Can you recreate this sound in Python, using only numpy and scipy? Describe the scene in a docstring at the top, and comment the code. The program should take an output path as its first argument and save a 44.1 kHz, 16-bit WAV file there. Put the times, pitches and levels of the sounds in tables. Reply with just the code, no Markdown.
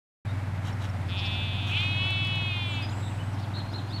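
"""A lamb gives one long, thin bleat across a coastal field: a low creak breaks into a high note that sags.
Its voice is a train of vocal-fold pulses and puffs of air ringing the resonances of its throat.
Small birds chirp and cheep in gliding whistles; pips, soft rustles and ticks are bursts of shaped noise.
Behind them a far engine drones on a few low harmonics under a steady wash of wind."""
import sys
import numpy as np
from scipy import signal
from scipy.fft import rfft, irfft
from scipy.io import wavfile
from scipy.ndimage import uniform_filter1d

SR = 44100
rng = np.random.default_rng(int(sys.argv[2]) if len(sys.argv) > 2 else 0)


def unload_wav(signal):
    """Save mono or channel-first audio to the path in sys.argv[1] as 16-bit WAV at rate SR, clipped to [-1, 1]."""
    wavfile.write(
        sys.argv[1],
        SR,
        np.round(np.clip(np.atleast_2d(signal).T, -1, 1) * 32767).astype(np.int16),
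    )


N = 176400
T = np.arange(N) / SR


def amp(db):
    """Decibels to gain."""
    return 10 ** (np.asarray(db) / 20)


def unit(x):
    """Scales to rms 1."""
    return x / np.sqrt(np.mean(x ** 2) + 1e-20)


def tone_gain(tone, hz):
    """The gain of an EQ curve at the given frequencies."""
    freq_hz, db = np.transpose(tone)
    return amp(np.interp(np.log(hz + 1), np.log(freq_hz), db))


def add(mix, start_s, sound):
    """Mixes a sound in at its start time."""
    part = mix[round(start_s * SR):][:len(sound)]
    part += sound[:len(part)]


def bell(x, centre, width):
    """A bell curve of height 1."""
    return np.exp(-.5 * ((x - centre) / width) ** 2)


def swells(rows):
    """An envelope with one bell-shaped swell for each row."""
    return sum(amp(db) * bell(T, centre, width) for centre, width, db in rows)


def sine(hz):
    """A sine that follows a pitch curve."""
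    return np.sin(2 * np.pi * np.cumsum(hz) / SR)


def drift(rate_hz):
    """Smooth random motion of rms 1."""
    hz = np.fft.rfftfreq(N, 1 / SR)
    return unit(irfft(rfft(rng.standard_normal(N)) * np.exp(-(hz / rate_hz) ** 2), N))


def noise(tone):
    """Coloured noise of rms 1."""
    gain = tone_gain(tone, np.fft.rfftfreq(N, 1 / SR))
    return unit(irfft(rfft(rng.standard_normal(N)) * gain, N))


def ring(pulses, tone, size=4096):
    """Every pulse rings the given resonances; minimum phase keeps its attack sharp."""
    log_gain = np.log(tone_gain(tone, abs(np.fft.fftfreq(size, 1 / SR))))
    phase = -signal.hilbert(log_gain).imag
    impulse = np.fft.ifft(np.exp(log_gain + 1j * phase)).real
    return signal.oaconvolve(pulses, np.fft.fftshift(impulse), "same")


def field(source, t60_s, wet_db, echoes=()):
    """Adds any early echoes, then the thin scatter from walls and hedges."""
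    early = source.copy()
    for delay_s, db in echoes:
        add(early, delay_s, amp(db) * source)
    t = T[:SR // 2]
    taps = rng.standard_normal(len(t)) * (rng.random(len(t)) < .05)
    taps *= amp(-60 * t / t60_s) * (1 - np.exp(-t / .0016))
    return early + amp(wet_db) * signal.oaconvolve(early, taps / np.linalg.norm(taps))[:N]


# The wind's opening and closing colours: freq_hz, gain_db
WIND_EARLY_TONE = [(20,-3.5),(40,-4),(90,2),(170,1),(250,2),(330,-7.5),(450,-12),(620,-7),(820,-5.5),(1200,-11),(1450,-9.5),(1750,-12.5),(2100,-11),(3000,-21.5),(4200,-25),(6000,-32),(8000,-33),(11000,-38),(15000,-46)]
WIND_LATE_TONE = [(20,-5),(90,0.5),(170,2.5),(290,1.5),(450,-12),(620,-6.5),(820,-4),(1200,-10.5),(1450,-10),(2100,-17),(3000,-19.5),(6000,-31),(8000,-32.5),(15000,-44)]
# Its fader ride: time_s, level_db
WIND_LEVEL = [(.25,-40),(1,-39),(1.5,-39.5),(1.8,-39),(2.3,-39.5),(3,-39),(3.5,-39),(4,-40.5)]


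def wind(swell_db=.35, flutter_db=.6):
    """A wide wash that swells and flutters a little as it crossfades between two colours."""
    fade = T / T[-1]
    wash = np.sqrt(1 - fade) * noise(WIND_EARLY_TONE) + np.sqrt(fade) * noise(WIND_LATE_TONE)
    level_db = np.interp(T, *np.transpose(WIND_LEVEL))
    return wash * amp(level_db + swell_db * drift(7) + flutter_db * drift(35))


# The engine's speed and fader ride: time_s, cycle_hz, level_db
ENGINE_RUN = [(.25,19.5,-30.5),(.58,18.8,-31.5),(.75,19.7,-30.5),(1.05,18.1,-31.5),(1.4,18.7,-31),(1.8,19.35,-29.5),(2.3,20,-31),(2.85,19.6,-31.5),(3.3,19.62,-31.5),(3.7,19.7,-34.5),(4,20.1,-33.5)]
# The harmonics of its drone: cycle_multiple, gain_db
ENGINE_ORDERS = [(4,-22.5),(5,1),(6,-5),(7,-15.5),(8,-17),(9,-20.5)]


def engine(strong_waver=.014, weak_waver=.38):
    """Low orders of a far engine; the weak ones fade in and out on the wind."""
    time_s, cycle_hz, level_db = np.transpose(ENGINE_RUN)
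    cycles = np.cumsum(np.interp(T, time_s, cycle_hz)) / SR
    drone = np.zeros(N)
    for order, db in ENGINE_ORDERS:
        waver = strong_waver if db > -10 else weak_waver
        gain = amp(db) * (.5 + waver * drift(2.4))
        drone += gain * np.sin(2 * np.pi * (order * cycles + rng.random()))
    return unit(drone) * amp(np.interp(T, time_s, level_db))


# Soft rustles close by: centre_s, half_width_s, level_db
RUSTLES = [(.677,0.02,-41.5),(.839,0.021,-43.5),(1.69,0.02,-48.5),(1.8,.08,-47.5)]
# Their hollow colour: freq_hz, gain_db
RUSTLE_TONE = [(300,-15),(1450,9.5),(1800,2),(2600,-15),(2870,7),(3330,5),(3520,-2),(3900,7.5),(4270,-16),(4600,-2),(5050,-14),(5450,-1.5),(5900,-6),(8000,-11.5),(10500,-20),(12000,-18),(14000,-26)]


def rustles(grain_db=3):
    """Short, finely grained swells of brushing noise."""
    return swells(RUSTLES) * noise(RUSTLE_TONE) * unit(amp(grain_db * drift(500)))


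# Small dry ticks: start_s, level_db
TICKS = [(1.945,-50),(2.106,-41.5),(2.249,-46),(2.272,-46),(2.357,-49),(2.824,-48)]
# Their bright colour: freq_hz, gain_db
TICK_TONE = [(500,-20),(3000,-12),(5500,2),(8000,2),(12000,-6),(15000,-16)]


def ticks(decay_s=.0017):
    """Tiny noise bursts that hit hard and die at once."""
    envelope = sum(amp(db) * (T >= start) * np.exp(-abs(T - start) / decay_s) for start, db in TICKS)
    return noise(TICK_TONE) * envelope


# A bird's tiny contact calls: centre_s, level_db
PIPS = [(.731,-55),(.9,-53.5),(3.401,-55),(3.734,-54)]
# Their single high peak: freq_hz, gain_db
PIP_TONE = [(3500,-35),(5000,-13),(5450,7),(6000,-13),(8000,-30)]


def pips(half_width_s=.0044):
    """Very short, high calls of narrow-band noise."""
    return noise(PIP_TONE) * swells((centre, half_width_s, db) for centre, db in PIPS)


def bird_envelope(progress):
    """A round-topped swell with steep ends, scaled to bring a sine to rms 1 at the top."""
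    return np.sqrt(2) * np.sin(np.pi * progress) ** .38


# Bird notes: start_s, length_s, first_hz, middle_hz, last_hz, level_db, buzz_depth_hz
CHIRPS = [(0.275,.045,3790,3680,3870,-55.5,0),
          (1.908,0.048,4075,3760,3591,-43,0),(2.04,.02,5460,4645,4300,-55,0),
          (2.118,0.036,4060,3738,3580,-42.5,0),(2.247,0.021,5300,4600,4240,-51,0),(2.326,.04,4000,3770,3572,-46,0),
          (2.596,.02,3260,3900,4220,-52,0),(2.658,0.12,8800,7404,6400,-60,293),(2.738,0.03,3352,4200,4850,-50,0),(2.818,0.051,4720,4965,4840,-45,0),
          (2.884,0.016,3090,3830,4400,-48.5,0),(2.912,0.03,4310,2950,2600,-50,-2),(2.885,0.097,6340,7450,7800,-60,300),
          (2.95,.2,7550,7750,7900,-58,330),(3.129,0.21,7900,8020,8276,-65.5,280),(3.017,0.082,3900,3730,3820,-52,200),
          (3.106,0.028,2970,2570,2330,-51.5,2),(3.178,0.056,2350,3010,2480,-51,0),(3.327,0.033,6200,5313,4730,-59,350),(3.372,0.048,3410,3900,4500,-56,500),
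          (3.42,0.037,4940,4100,3100,-52.5,400),(3.537,.022,3747,4010,4560,-45,150),
          (3.706,.03,4600,4900,5200,-56,150),(3.885,0.036,4666,4850,5250,-57,150),(3.895,0.049,3410,3690,3970,-51,150)]
# Their early echoes off banks and walls: delay_s, gain_db
CHIRP_ECHOES = [(.006,-14),(.013,-13)]


def chirps(rasp=.21, wobble=.005, buzz_hz=141.6):
    """Slightly raspy bird whistles, each gliding along an arch, some with a fast buzz in the pitch."""
    out, unsteady, grain = np.zeros(N), drift(270), drift(740)
    buzz = sine(buzz_hz * (1 + .22 * drift(59.1)))
    for start, length, first, middle, last, db, depth in CHIRPS:
        progress = np.arange(0, 1, 1 / (length * SR))
        span = slice(round(start * SR), round(start * SR) + len(progress))
        bend = (middle - (first + last) / 2) * (1 - (2 * progress - 1) ** 2)
        arch_hz = first + (last - first) * progress + bend
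        pitch_hz = arch_hz * (1 + wobble * unsteady[span]) + depth * buzz[span]
        envelope = amp(db) * bird_envelope(progress) * (1 + rasp * grain[span])
        add(out, start, envelope * sine(pitch_hz))
    return field(out, t60_s=.66, wet_db=-8, echoes=CHIRP_ECHOES)


# The nearest bird's loud cheeps: start_s, length_s, top_hz, level_db
CHEEPS = [(3.55,0.06,4230,-41.5),(3.73,0.067,4210,-42.5),(3.922,.066,4400,-42)]


def cheeps(rasp=.035, wobble=.005, under_hz=2545, under_hz_per_s=11000, under_db=-21):
    """Each cheep rasps up to a flat top and dives, over a weak rising voice; a close echo doubles it."""
    out, unsteady = np.zeros(N), drift(480)
    rise_end, drop_start = .447, .68  # shares of the length
    for start, length, top_hz, db in CHEEPS:
        t = np.arange(0, length, 1 / SR)
        progress = t / length
        rise_left = np.maximum(1 - progress / rise_end, 0)
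        drop = np.maximum((progress - drop_start) / (1 - drop_start), 0)
        jitter = (wobble + rasp * rise_left) * np.interp(start + t, T, unsteady)
        pitch_hz = top_hz * (1 - .143 * rise_left ** 2 - .2947 * drop ** 2 + jitter)
        voices = sine(pitch_hz) + amp(under_db) * sine(under_hz + under_hz_per_s * t)
        add(out, start, amp(db) * bird_envelope(progress) * voices)
    return field(out, t60_s=.84, wet_db=-7, echoes=[(.012, -5)])


def vocal_folds(curve, jitter, shimmer, air_db, quaver=0, strain=0):
    """Vocal pulses, each with a puff of air; under strain they turn hoarse and a resonance sweeps up."""
    time_s, hz, _ = np.transpose(curve)
    pitch_hz = np.interp(T, time_s, hz) * (1 + jitter * drift(96) + quaver * drift(30))
    phase = 2 * np.pi * np.cumsum(pitch_hz) / SR
    break_s, sweep_hz_per_s, sweep_width_hz, ceiling_hz = 1.74, 4600, 260, 7500
    sweep_hz = 2780 + sweep_hz_per_s * (T - break_s)
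    sweep_db = strain * 6 * bell(T, break_s, .041)
    hoarse_db = strain * 18.5 * bell(T, 1.76, .075)
    pulses = unit(sum(amp(sweep_db * bell(k * pitch_hz, sweep_hz, sweep_width_hz)) * np.cos(k * phase)
                      for k in range(1, int(ceiling_hz / hz.max()) + 1)))
    puffs = unit((1 + .5 * np.cos(phase)) * rng.standard_normal(N))
    return pulses * (1 + shimmer * drift(150)) + amp(air_db + hoarse_db) * puffs


def throat(pulses, curve, tone, attack_s, release_s):
    """The pulses ring the throat; the voice is evened out, then rides the level of the call."""
    time_s, _, level_db = np.transpose(curve)
    voice = ring(pulses, tone)
    voice /= np.sqrt(abs(uniform_filter1d(voice ** 2, size=1800)) + 1e-12)
    fade_in, fade_out = (T - time_s[0]) / attack_s, (time_s[-1] - T) / release_s
    gate = np.clip(np.minimum(fade_in, fade_out) + .5, 0, 1)
    return voice * gate * amp(np.interp(T, time_s, level_db))


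# The bleat's low, creaky start: time_s, pitch_hz, level_db
CREAK = [(1.085, 171.9, -49), (1.106, 174.3, -42.5), (1.125, 181.7, -39), (1.148, 183.5, -40.5),
         (1.17, 205.0, -36), (1.19, 212.8, -35), (1.216, 203.2, -37.5), (1.246, 215.3, -34),
         (1.388, 214.7, -36), (1.424, 217.6, -35.5), (1.476, 212.5, -36.5), (1.528, 216.5, -36),
         (1.55, 206.8, -38), (1.578, 217.8, -38), (1.596, 217.7, -37), (1.618, 208.5, -38),
         (1.654, 213.4, -37.5), (1.699, 204.8, -38)]
# The throat's resonances in the creak: freq_hz, gain_db
CREAK_THROAT = [(300,-44),(1100,-27),(2050,-39),(2370,-1.5),(2560,4),(2800,-1),(3020,-2),(3240,-0.5),(3470,5.5),(3680,-0.5),(3900,-9),(4550,-18),(5300,-33),(6200,-46),(14000,-54)]
# Moments when it flares brighter: centre_s, half_width_s, level_db
FLARES = [(1.1,.014,-56),(1.195,0.016,-47),(1.263,0.01,-45),(1.34,0.022,-53.5)]
# The edge those flares add: freq_hz, gain_db
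FLARE_TONE = [(3000,-30),(4500,5),(5300,7),(6100,-17),(6900,-10),(9000,-35)]


def creak():
    """Rough, quavering pulses through the throat, with brief flares of treble."""
    pulses = vocal_folds(CREAK, jitter=.004, shimmer=.06, air_db=-12, quaver=.006)
    flares = unit(ring(pulses, FLARE_TONE)) * swells(FLARES)
    return throat(pulses, CREAK, CREAK_THROAT, attack_s=.008, release_s=.025) + flares


# The high note that climbs, holds and sags: time_s, pitch_hz, level_db
HELD_NOTE = [(1.703, 273.1, -30), (1.725, 291, -32), (1.759, 324.8, -29), (1.777, 337.1, -28),
             (1.803, 351.4, -29.5), (1.845, 361.2, -30), (1.957, 364.3, -33), (2.015, 370.8, -30),
             (2.101, 376.6, -31), (2.331, 371.5, -32.5), (2.487, 362.4, -33.5), (2.51, 359.8, -33),
             (2.765, 331.6, -37.5), (2.821, 321.7, -38.5), (2.837, 310.5, -41), (2.847, 299.7, -43),
             (2.875, 258, -46)]
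# The throat's resonances in that note: freq_hz, gain_db
HELD_THROAT = [(300,-52),(800,-29.5),(1120,-18.5),(1500,-25),(1900,-20.5),(2220,-7),(2560,3.5),(2820,-6.5),(3000,-1),(3140,-4.5),(3450,0.5),(3750,-10),(4050,-11.5),(4400,-20),(4800,-28.5),(5250,-31.5),(6200,-40.5),(14000,-57)]


def held_note():
    """The voice breaks hoarsely upward, then clears into a thin, steady tone."""
    pulses = vocal_folds(HELD_NOTE, jitter=.0018, shimmer=.035, air_db=-21.5, strain=1)
    return throat(pulses, HELD_NOTE, HELD_THROAT, attack_s=.043, release_s=.056)


def lamb():
    """One bleat, creak into held note, with a short outdoor tail."""
    return field(creak() + held_note(), t60_s=.22, wet_db=-13.5)


def scene():
    """The mono mix: the lamb over a bed of engine and wind, with birds and small noises."""
    return (lamb() + engine() + wind() + chirps() + cheeps() + pips() + rustles() + ticks())[None]


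def record(dry, start_s=.25, cutoff_hz=15000):
    """The master: a moment of silence, a fast fade-in and a steep low-pass."""
    fade_in = np.clip((T - start_s + .002) / .005, 0, 1)
    low_pass = signal.firwin(511, cutoff_hz, window=("kaiser", 9), fs=SR)
    return signal.oaconvolve(dry * fade_in, low_pass[None], "same")


dry = scene()
out = record(dry)
unload_wav(out)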